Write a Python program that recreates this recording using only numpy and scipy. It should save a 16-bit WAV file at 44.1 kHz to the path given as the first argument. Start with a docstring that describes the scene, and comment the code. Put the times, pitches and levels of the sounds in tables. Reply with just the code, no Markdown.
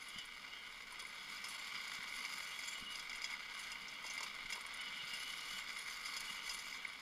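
"""The hard rear wheels of a drift trike rumble over asphalt: dense random grains and coarser ticks.
Sideways slides add chattering noise and wandering wheel notes; gliding sines make squeals and whistles.
Jolts set off knocks, clacks, jingle and ringing frame notes; a seat clonks and a loose part clinks.
A body camera in a plastic case hears it all: case resonances colour the impacts and scrapes,
over a droning mount with soft bumps, a faint lumpy wind rumble and steady hiss."""
import sys
import numpy as np
from scipy import signal
from scipy.fft import rfft, irfft, next_fast_len
from scipy.io import wavfile
from scipy.ndimage import uniform_filter1d, map_coordinates

SR = 44100
rng = np.random.default_rng(int(sys.argv[2]) if len(sys.argv) > 2 else 0)


def log_audio(samples):
    """Write samples as a 16-bit WAV file to the path given in sys.argv[1]."""
    # one column per channel
    frames = np.atleast_2d(samples).T
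    # limit to full scale, then quantise
    limited = np.clip(frames, -1, 1)
    pcm = np.round(limited * 32767).astype(np.int16)
    wavfile.write(sys.argv[1], SR, pcm)


N = 309141

# drive of the wheels by the road: (time [s], fine-texture roar level [dB], stone level [dB])
ROAD_LEVELS = [(0, -61, -54.5), (0.7, -60.5, -54.5), (1.65, -54, -54.5), (1.85, -56.5, -48),
               (2.35, -57, -50), (2.9, -57, -54.5), (3.2, -58.5, -50.5), (3.58, -58.5, -49.5),
               (3.95, -56, -61), (4.15, -55, -52.5), (4.45, -58, -50.5), (5.15, -54.5, -52.5),
               (5.8, -60, -49.5), (6.25, -55, -51.5), (6.45, -57, -54.5), (7.01, -57.5, -54)]
# treble colour of shaken small metal parts: (frequency [Hz], relative level [dB])
JINGLE_TINT = [(3000, -37), (6000, -5.5), (8400, -0.5), (9500, 4.5), (10400, 10), (11500, 7), (12600, -5),
               (15000, -9)]


def amp(db):
    """Decibels to gain."""
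    return 10 ** (np.asarray(db) / 20)


def unit(x):
    """Scale x to rms 1."""
    return x / np.sqrt(np.mean(x ** 2) + 1e-20)


def curves(rows):
    """Interpolate each column after the time to one value per sample."""
    times, *columns = np.transpose(rows)
    return [np.interp(np.arange(N) / SR, times, column) for column in columns]


def wobble(rate):
    """A smooth random curve of rms 1 with `rate` knots a second."""
    knots = rng.standard_normal(int(N * rate / SR) + 4)
    return unit(map_coordinates(knots, [np.arange(N) * rate / SR]))


def gate(start, length, attack, release):
    """An envelope that rises around the start, holds and dies away."""
    t = np.arange(N) / SR - start
    rise = np.clip(t / attack + .5, 0, 1)
    return rise * np.exp(-np.maximum(t - length, 0) / release)


def swell(t, attack, decay):
    """A rounded rise to the peak at t = 0, then a slower exponential fall."""
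    return np.exp(np.where(t < 0, -(t / attack) ** 2, -np.abs(t) / decay))


def grains(rate, spread_db):
    """Tiny impacts at random moments, of uneven size and random sign, rms 1."""
    struck = rng.random(N) < rate / SR
    size = amp(spread_db * np.clip(rng.standard_normal(N), -2, 2))
    return unit(struck * size * np.sign(rng.standard_normal(N)))


def grid(size=8192):
    """The frequencies on which responses are drawn, shifted by 1 Hz to avoid zero."""
    return np.fft.rfftfreq(size, 1 / SR) + 1


def colour(points):
    """Gain through (Hz, dB) points on a log frequency axis."""
    hz, db = np.transpose(points)
    return amp(np.interp(np.log(grid()), np.log(hz), db))


def resonances(modes):
    """Gain of steep-sided resonances whose powers add."""
    f = grid()
    power = 0
    for hz, width, db in modes:
        detuning = (f * f - hz * hz) / (f * width)
        power = power + amp(db) ** 2 / (1 + detuning ** 2) ** 2
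    return np.sqrt(power)


def ring(x, gain):
    """Filter x causally (minimum phase) by that gain shape, keeping the power of white noise."""
    cepstrum = irfft(np.log(np.maximum(gain / gain.max(), 1e-6)))
    half = len(cepstrum) // 2
    cepstrum[1:half] *= 2  # fold the cepstrum onto positive time
    cepstrum[half + 1:] = 0
    response = irfft(np.exp(rfft(cepstrum)))[:half]
    return signal.fftconvolve(x, response / np.linalg.norm(response))[:N]


def through_case(force, points):
    """A force of the given colour rings the plastic camera case."""
    # resonances of the case and its mount: (frequency [Hz], width [Hz], relative level [dB])
    case_modes = [(646, 350, -18.5), (953, 258, -10), (1110, 113, -7), (1231, 156, -4.5), (1463, 164, -4),
                  (1634, 60, -9), (2102, 283, 0.5), (2257, 178, -0.94), (2880, 310, -8), (3370, 510, -7),
                  (3733, 270, -8.5), (3800, 270, -22.5), (4440, 680, -9.5), (4963, 155, -7.5),
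                  (5304, 370, -12.5), (5910, 310, -18.5), (6234, 226, -13), (6680, 530, -21.5),
                  (6850, 220, -15), (7250, 920, -19), (8455, 280, -18.5), (9530, 500, -16),
                  (10600, 110, -21.5), (11000, 1500, -28.5), (12500, 1439, -27), (14700, 2300, -23.5)]
    return ring(force, colour(points) * resonances(case_modes))


def patchy(x, depth_db):
    """Make the colour of x wander in patches a few hundred hertz wide."""
    spectrum = signal.stft(x, nperseg=512)[2]
    field = rng.standard_normal(spectrum.shape)
    for _ in range(2):
        field = uniform_filter1d(field, size=3, axis=0)  # across frequency
        field = uniform_filter1d(field, size=16, axis=1)  # across time
    return signal.istft(spectrum * amp(depth_db * unit(field)), nperseg=512)[1][:N]


def rolling():
    """Fine asphalt texture makes a dense, shifting roar; coarser stones tick in clumps on the wheels."""
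    # colours of the two forces: (frequency [Hz], relative level [dB])
    roar_tint = [(400, -1), (1000, -1), (1500, 0), (2150, -2), (2900, 4.5), (3600, -1.5), (5200, -3.5),
                 (6500, -11), (9500, -23.5), (15000, -10.5)]
    stone_tint = [(500, -8), (1300, -4), (2150, -2), (2900, -6), (5000, -6), (9500, -13.5), (15000, -21.5)]
    roar_db, stones_db = curves(ROAD_LEVELS)
    texture_db = 0.55 * wobble(14) + 1.0 * wobble(70)
    roar_force = grains(rate=7000, spread_db=3.5) * amp(roar_db + texture_db + 3.5)
    roar = through_case(roar_force, roar_tint)
    clumps_db = 2.12 * wobble(150)
    stone_force = grains(rate=650, spread_db=1.5) * amp(stones_db + clumps_db - 1.1)
    stones = through_case(stone_force, stone_tint)
    return patchy(roar, depth_db=1.5) + stones


def sliding():
    """Plastic scrapes sideways in a fast uneven chatter that stirs notes of the wheels."""
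    # sideways slides of the rear wheels: (start [s], hold [s], drive level [dB])
    slide_rows = [(0.0, 0.13, -68), (1.288, 0.044, -59.5), (1.43, 0.56, -61.5), (2.053, 0.72, -59.5),
                  (2.896, 0.11, -61.5), (3.215, 0.1, -66), (3.531, 0.16, -61.5), (4.024, 0.24, -63.5),
                  (4.504, 0.037, -59), (5.064, 0.53, -59.5), (5.677, 0.68, -59), (6.438, 0.11, -55),
                  (6.662, 0.046, -59)]
    # scrape colour: (frequency [Hz], relative level [dB])
    scrape_tint = [(500, -13), (1200, -10), (2150, -7), (3300, -9.5), (4400, -2.5), (6500, -0.5),
                   (9500, -2.5), (10400, 0), (11200, 3.5), (12600, 1), (14000, -10), (15300, -9)]
    # wheel notes: (frequency [Hz], nominal width [Hz], relative level [dB])
    wheel_notes = [(1530, 55, -13.5), (3350, 70, 1), (4500, 110, -7.5), (4860, 80, 3), (6040, 110, -14.5),
                   (6250, 80, -5), (6600, 38, -9.5), (7290, 90, -3.5), (9740, 88, -5), (10330, 150, -1),
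                   (12500, 330, -15)]
    attack_s, release_s = 0.038, 0.083  # the wheels break loose, and grip again
    creep_db = -13  # slight scrape of gripping wheels, relative to the roar drive
    t = np.arange(N) / SR
    roar_db, _ = curves(ROAD_LEVELS)
    slides = [amp(db) * gate(start, hold, attack_s, release_s) for start, hold, db in slide_rows]
    level = np.max(slides + [amp(roar_db + creep_db)], axis=0)
    chatter_db = 1.58 * wobble(35) + 2.15 * wobble(150)
    force = level * amp(chatter_db)
    scrape = through_case(force * grains(rate=5000, spread_db=2.5) * amp(4.5), scrape_tint)
    sing = np.zeros(N)
    for hz, width, db in wheel_notes:
        # a random complex envelope spreads each note into a narrow band
        envelope = wobble(1.3 * width) + 1j * wobble(1.2 * width)
        note = np.real(envelope * np.exp(2j * np.pi * hz * t))
        sing += note * amp(db + 3.8 * wobble(10) - 10.0)
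    return patchy(scrape, depth_db=1.85) + force * sing


def mount():
    """The road keeps the camera mount droning softly; bumps push it into brief damped swings."""
    # mount resonances: (frequency [Hz], width [Hz], relative level [dB])
    mount_modes = [(122, 20.6, -8), (168, 29, -3.5), (205.6, 36, 1), (265.4, 60, -1.5), (449, 163, -6)]
    # soft bumps: (start [s], drive level [dB], pitch [Hz], decay [s])
    bump_rows = [(0.159, -49.5, 205, 0.0075), (0.183, -57, 150, 0.008), (1.987, -50, 205, 0.0047),
                 (2.811, -56, 150, 0.0046), (2.823, -47, 218, 0.0057), (2.863, -56, 190, 0.008),
                 (4.449, -54, 205, 0.0065), (5.031, -57, 150, 0.012), (5.131, -61, 208, 0.015),
                 (5.534, -58, 195, 0.018), (6.307, -51.5, 205, 0.0048)]
    roar_db, _ = curves(ROAD_LEVELS)
    drone_db = -71.5 + 0.47 * (roar_db - roar_db.mean()) + 1.14 * wobble(20)
    drone = rng.standard_normal(N) * amp(drone_db)
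    t, bumps = np.arange(SR // 8) / SR, np.zeros(N)
    for start, db, hz, decay in bump_rows:
        swing = np.sin(2 * np.pi * hz * t) * np.exp(-t / decay) * (1 - np.exp(-t / 0.0016))
        push = t / .003 * np.exp(-t / .003)
        bumps[int(start * SR):][:len(t)] += amp(db + 3.0) * (swing - .4 * push)
    return ring(drone, resonances(mount_modes)) + bumps


def wind():
    """The airstream is filtered noise: a faint, lumpy rumble inside the shut case."""
    # rumble colour: (frequency [Hz], relative density [dB per Hz])
    rumble_tint = [(8, -11), (24, 6.5), (35, 1), (50, -10.5), (75, -18.5), (150, -29), (500, -36),
                   (2000, -87)]
    wind_db, gust_db = -74.5, 2  # middle level and rms of its slow swing
    rumble = ring(rng.standard_normal(N), colour(rumble_tint))
    return rumble * amp(wind_db + gust_db * wobble(3) + 2.0 * wobble(12))


def hiss():
    """A steady bed of coloured noise."""
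    # hiss colour: (frequency [Hz], relative density [dB per Hz])
    hiss_tint = [(30, 0), (600, -1), (3000, -6.5), (8000, -12), (15000, -18.5)]
    return ring(rng.standard_normal(N), colour(hiss_tint)) * amp(-68.0)


def fine_hiss():
    """Independent treble noise for each of the two channels."""
    # treble colour: (frequency [Hz], relative level [dB])
    treble_tint = [(3000, -39), (6000, -19), (9000, -1), (12000, -3), (14000, -0.5)]
    channels = [ring(rng.standard_normal(N), colour(treble_tint)) for _ in range(2)]
    return amp(-78.5) * np.array(channels)


def light_jolts():
    """Small road flaws shake the frame at random, harder when the roar is louder; rows as in rattles."""
    # drive relative to the roar drive: (knock [dB], clack [dB], jingle [dB])
    jolt_offsets = [5.6, -6, -9.5]
    jolts_per_s, length_s, spread_db = 10, 0.0052, 2.5
    note_hz, note_scatter = 4980, 0.026  # typical frame note and its relative scatter
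    roar_db, _ = curves(ROAD_LEVELS)
    moments = np.flatnonzero(rng.random(N) < jolts_per_s / SR)
    scatter_db = spread_db * np.clip(rng.standard_normal((N, 3)), -1.5, 1.5)
    hz = note_hz * (1 + note_scatter * rng.standard_normal(N))
    rows = []
    for i in moments:
        levels = roar_db[i] + scatter_db[i] + np.asarray(jolt_offsets)
        rows.append((i / SR, length_s, *levels, hz[i]))
    return rows


def rattles():
    """Each jolt knocks the case and shakes loose parts into a short flurry of clacks and jingle."""
    # strong jolts: (time [s], nominal length [s], knock drive [dB], clack drive [dB],
    # jingle drive [dB], loudest frame note [Hz])
    strong_jolts = [(0.025, 0.0068, -45, -62, -64, 4970), (0.187, 0.011, -44.5, -52, -60, 4930),
                    (0.997, 0.015, -52, -54.5, -59, 4550), (1.053, 0.004, -44, -60, -71, 4940),
                    (1.371, 0.0048, -50, -53, -70, 4940), (1.445, 0.026, -49, -52, -64, 5170),
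                    (1.491, 0.04, -71, -63, -57, 4940), (2.251, 0.004, -39, -48.5, -65, 4420),
                    (2.338, 0.007, -42, -57, -56, 4940), (2.383, 0.011, -40, -58, -56, 4940),
                    (2.592, 0.006, -39, -53, -56, 4940), (2.638, 0.009, -40, -51.5, -63, 4940),
                    (2.957, 0.006, -52, -48, -62, 4940), (2.996, 0.011, -60, -50, -60, 4950),
                    (3.098, 0.008, -43, -49, -62, 4940), (3.132, 0.0069, -39, -53, -68, 5000),
                    (3.151, 0.008, -40, -57, -70, 5000), (3.183, 0.004, -44, -57, -68, 4930),
                    (3.220, 0.01, -43, -51, -64, 4880), (3.244, 0.011, -38, -43, -63, 4950),
                    (3.303, 0.0064, -38.5, -56, -66, 4880), (3.311, 0.007, -44, -57, -68, 4880),
                    (3.34, 0.0069, -37.5, -58, -71, 4930), (3.597, 0.033, -51, -63, -60, 4930),
                    (3.719, 0.011, -46, -50.5, -58, 5000), (3.757, 0.003, -43.5, -69, -78, 4930),
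                    (3.884, 0.0097, -57, -51.5, -73, 5400), (4.043, 0.01, -46, -57, -66, 4800),
                    (4.067, 0.01, -44, -50, -62, 4960), (4.102, 0.017, -45, -50.5, -67, 6240),
                    (4.137, 0.01, -58, -66, -56.5, 4940), (4.180, 0.008, -37, -49.5, -60, 4900),
                    (4.207, 0.008, -47, -50, -61, 4870), (4.232, 0.014, -41.5, -50.5, -55, 4500),
                    (4.301, 0.003, -45, -64, -77, 4510), (4.461, 0.004, -39.5, -59, -76, 4330),
                    (4.504, 0.0084, -38, -55, -59, 6880), (4.526, 0.014, -39.5, -45, -55, 5030),
                    (4.885, 0.005, -57, -55, -75, 4580), (5.138, 0.021, -43, -54.5, -57, 5220),
                    (5.233, 0.0091, -44, -63, -57, 4940), (5.771, 0.0034, -40.5, -54, -68, 4940),
                    (6.060, 0.02, -42, -50, -59, 4920), (6.168, 0.013, -49, -45, -52, 4970),
                    (6.207, 0.009, -57, -51, -52, 4500), (6.496, 0.016, -46, -45, -58, 4940),
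                    (6.54, 0.017, -62, -68, -56, 4970), (6.591, 0.0099, -49, -52, -65, 4940),
                    (6.728, 0.012, -40, -55, -69, 4970), (6.853, 0.0065, -35.5, -61, -79, 4900)]
    # force colours: (frequency [Hz], relative level [dB])
    knock_tint = [(400, -2), (950, 5.5), (1400, -23), (2150, 4.5), (3000, -4), (4500, -39), (9000, -41)]
    clack_tint = [(900, 0), (2100, -33), (2800, -7), (4400, 2), (5300, 8.5), (7300, 7), (9500, -16),
                  (15000, -13)]
    # the frame's ring under a clack: (frequency [Hz], width [Hz], relative level [dB])
    frame_modes = [(2763, 75, 4.5), (3337, 71, 5), (4850, 200, -4), (5450, 170, -6), (5950, 140, -7),
                   (6320, 220, -18.5), (6650, 90, -9), (7190, 350, -6)]
    knock_hz, knock_s = 2160, 0.0022  # a strong case note, and the half-width of its burst
    t, shake, notes = np.arange(N) / SR, np.zeros((3, N)), np.zeros(N)
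    waver = np.cumsum(55 * wobble(500)) / SR  # random phase drift of the notes, in cycles
    for s, length, knock_db, clack_db, jingle_db, hz in [*strong_jolts, *light_jolts()]:
        near = slice(max(0, int((s - .05) * SR)), int((s + .1) * SR))
        age = t[near] - s
        # the flurry peaks slightly before the listed time
        flurry = swell(age + 0.11 * length, attack=0.0013, decay=0.84 * max(length, .003))
        shake[:, near] += amp([knock_db, clack_db, jingle_db])[:, None] * flurry
        frame_note = np.sin(2 * np.pi * (hz * age + waver[near]))
        notes[near] += amp(clack_db + 4.0) * flurry * frame_note
        burst = np.exp(-(age / knock_s) ** 2)
        knock_note = np.sin(2 * np.pi * (knock_hz * age + waver[near]))
        notes[near] += amp(knock_db + 1.0) * burst * knock_note
    knock = through_case(shake[0] * grains(rate=5600, spread_db=1.0) * amp(-11), knock_tint)
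    clack = through_case(shake[1] * grains(rate=4700, spread_db=0.5) * amp(0.4), clack_tint)
    frame = ring(shake[1] * grains(rate=4600, spread_db=5.0) * amp(1.0), resonances(frame_modes))
    jingle = through_case(shake[2] * grains(rate=6900, spread_db=3.5) * amp(2.5), JINGLE_TINT)
    return knock + clack + frame + notes + patchy(jingle, depth_db=3.0)


def squeals():
    """A wheel sticks and slips at one of its notes: a thin, gliding whistle with a rasping edge."""
    # squeals: (start [s], hold [s], drive level [dB], starting pitch [Hz], glide [Hz per s],
    # rasp relative to the drive [dB])
    squeal_rows = [(0.06, 0.06, -62, 2890, 0, -8), (0.128, 0.041, -54, 2915, 0, -9),
                   (0.172, 0.055, -52, 2960, -700, -6), (0.291, 0.072, -62, 2900, 0, -1),
                   (0.477, 0.11, -61, 2880, 0, -8), (2.505, 0.03, -54, 2850, -2, -5),
                   (2.754, 0.011, -49, 2930, -600, -9), (2.793, 0.045, -57, 2930, -900, -7),
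                   (2.854, 0.098, -50, 2905, -150, -18), (4.79, 0.1, -51.5, 3000, -700, -11),
                   (4.926, 0.1, -54, 3030, -1500, -1), (5.11, 0.038, -50, 2850, 2, -8),
                   (5.205, 0.13, -52, 2940, 150, -11), (5.363, 0.085, -56, 2920, 0, -3),
                   (5.488, 0.07, -53.5, 2920, 0, -6), (5.566, 0.03, -52, 2960, -2800, -10),
                   (6.279, 0.027, -48, 2900, 0, -16)]
    # wheel notes stirred by a squeal: (frequency [Hz], width [Hz], relative level [dB])
    rasp_modes = [(1498, 72, 2.5), (3010, 280, 4.5), (3390, 510, 2)]
    attack_s, release_s = 0.011, 0.018
    t, whistle, strength = np.arange(N) / SR, np.zeros(N), np.zeros(N)
    waver_hz = 14 * wobble(25) + 36 * wobble(300)
    for start, hold, db, hz, glide, rasp_db in squeal_rows:
        near = slice(max(0, int((start - .05) * SR)), int((start + .4) * SR))
        level = amp(db) * gate(start, hold, attack_s, release_s)[near]
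        pitch = hz + glide * (t[near] - start) + waver_hz[near]
        whistle[near] += level * np.sin(2 * np.pi * np.cumsum(pitch) / SR)
        strength[near] += level * amp(rasp_db)
    rasp = ring(strength * grains(rate=3700, spread_db=0.5), resonances(rasp_modes))
    return whistle * amp(2.4 * wobble(120) + 0.5) + rasp


def clinks():
    """A loose metal part buzzes briefly on one wavering high note, with a little jingle around it."""
    # clinks: (peak time [s], drive level [dB])
    clink_rows = [(0.087, -52), (0.255, -52), (0.925, -51.5), (1.024, -52), (1.070, -53), (2.033, -54),
                  (3.159, -51), (3.330, -58), (4.556, -50), (4.611, -50), (4.666, -51), (4.741, -49),
                  (4.773, -55), (4.812, -53), (5.053, -57), (5.317, -59), (6.881, -58)]
    note_hz, attack_s, decay_s = 9400, 0.0032, 0.007
    t = np.arange(N) / SR
    level = sum(amp(db) * swell(t - peak, attack_s, decay_s) for peak, db in clink_rows)
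    note = np.sin(2 * np.pi * np.cumsum(note_hz + 90 * wobble(500)) / SR)
    jingle_force = level * grains(rate=6000, spread_db=4.0) * amp(-4.5)
    return level * note * amp(-4.5) + through_case(jingle_force, JINGLE_TINT)


def whistles():
    """As a wheel skims the road, a thin whistle arches up in pitch and falls again."""
    # whistles: (middle [s], length [s], peak level [dB], top pitch before waver [Hz])
    whistle_rows = [(0.14, 0.083, -58, 3230), (0.215, 0.13, -62, 3330), (0.58, 0.12, -56, 3190),
                    (0.673, 0.09, -58, 3060), (5.548, 0.055, -51, 3390)]
    arch_hz = 285  # how far the pitch lies below its top at both ends
    t, sound = np.arange(N) / SR, np.zeros(N)
    waver_hz = 45 * wobble(300)
    for middle, length, db, hz in whistle_rows:
        position = 2 * (t - middle) / length  # -1 at the start, 1 at the end
        near = np.abs(position) < 1
        u = position[near]
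        pitch = hz - arch_hz * u ** 2 + waver_hz[near]
        sound[near] += amp(db) * np.sqrt(1 - u ** 2) * np.sin(2 * np.pi * np.cumsum(pitch) / SR)
    return sound


def clonks():
    """The plastic seat answers heavier jolts with a short hollow sound: decaying grains that ring it."""
    # clonks: (start [s], drive level [dB])
    clonk_rows = [(0.923, -50), (1.023, -48), (4.043, -47), (4.101, -46.5), (4.206, -45.5), (4.236, -45),
                  (4.552, -44.5), (4.577, -46), (6.506, -45), (6.539, -54)]
    # seat resonances: (frequency [Hz], width [Hz], relative level [dB])
    seat_modes = [(468, 290, -7.5), (624, 120, -17), (986, 170, 5)]
    t, shake = np.arange(SR // 10) / SR, np.zeros(N)
    for start, db in clonk_rows:
        shake[int(start * SR):][:len(t)] += amp(db - 5.0) * np.exp(-t / 0.011)
    return ring(shake * grains(rate=2500, spread_db=2.0), resonances(seat_modes))


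def scene():
    """All sources reach both channels alike; only a faint treble noise differs between the two channels."""
    road = rolling() + sliding() + squeals() + whistles()
    loose_parts = rattles() + clinks() + clonks()
    beds = mount() + wind() + hiss()
    return road + loose_parts + beds + fine_hiss()


def record(dry):
    """The camera keeps nothing above its band limit."""
    top_hz = 15350
    size = next_fast_len(N + SR // 2)
    passband = np.fft.rfftfreq(size, 1 / SR) < top_hz
    return irfft(rfft(dry, size) * passband, size)[:, :N]


dry = scene()
out = record(dry)
log_audio(out)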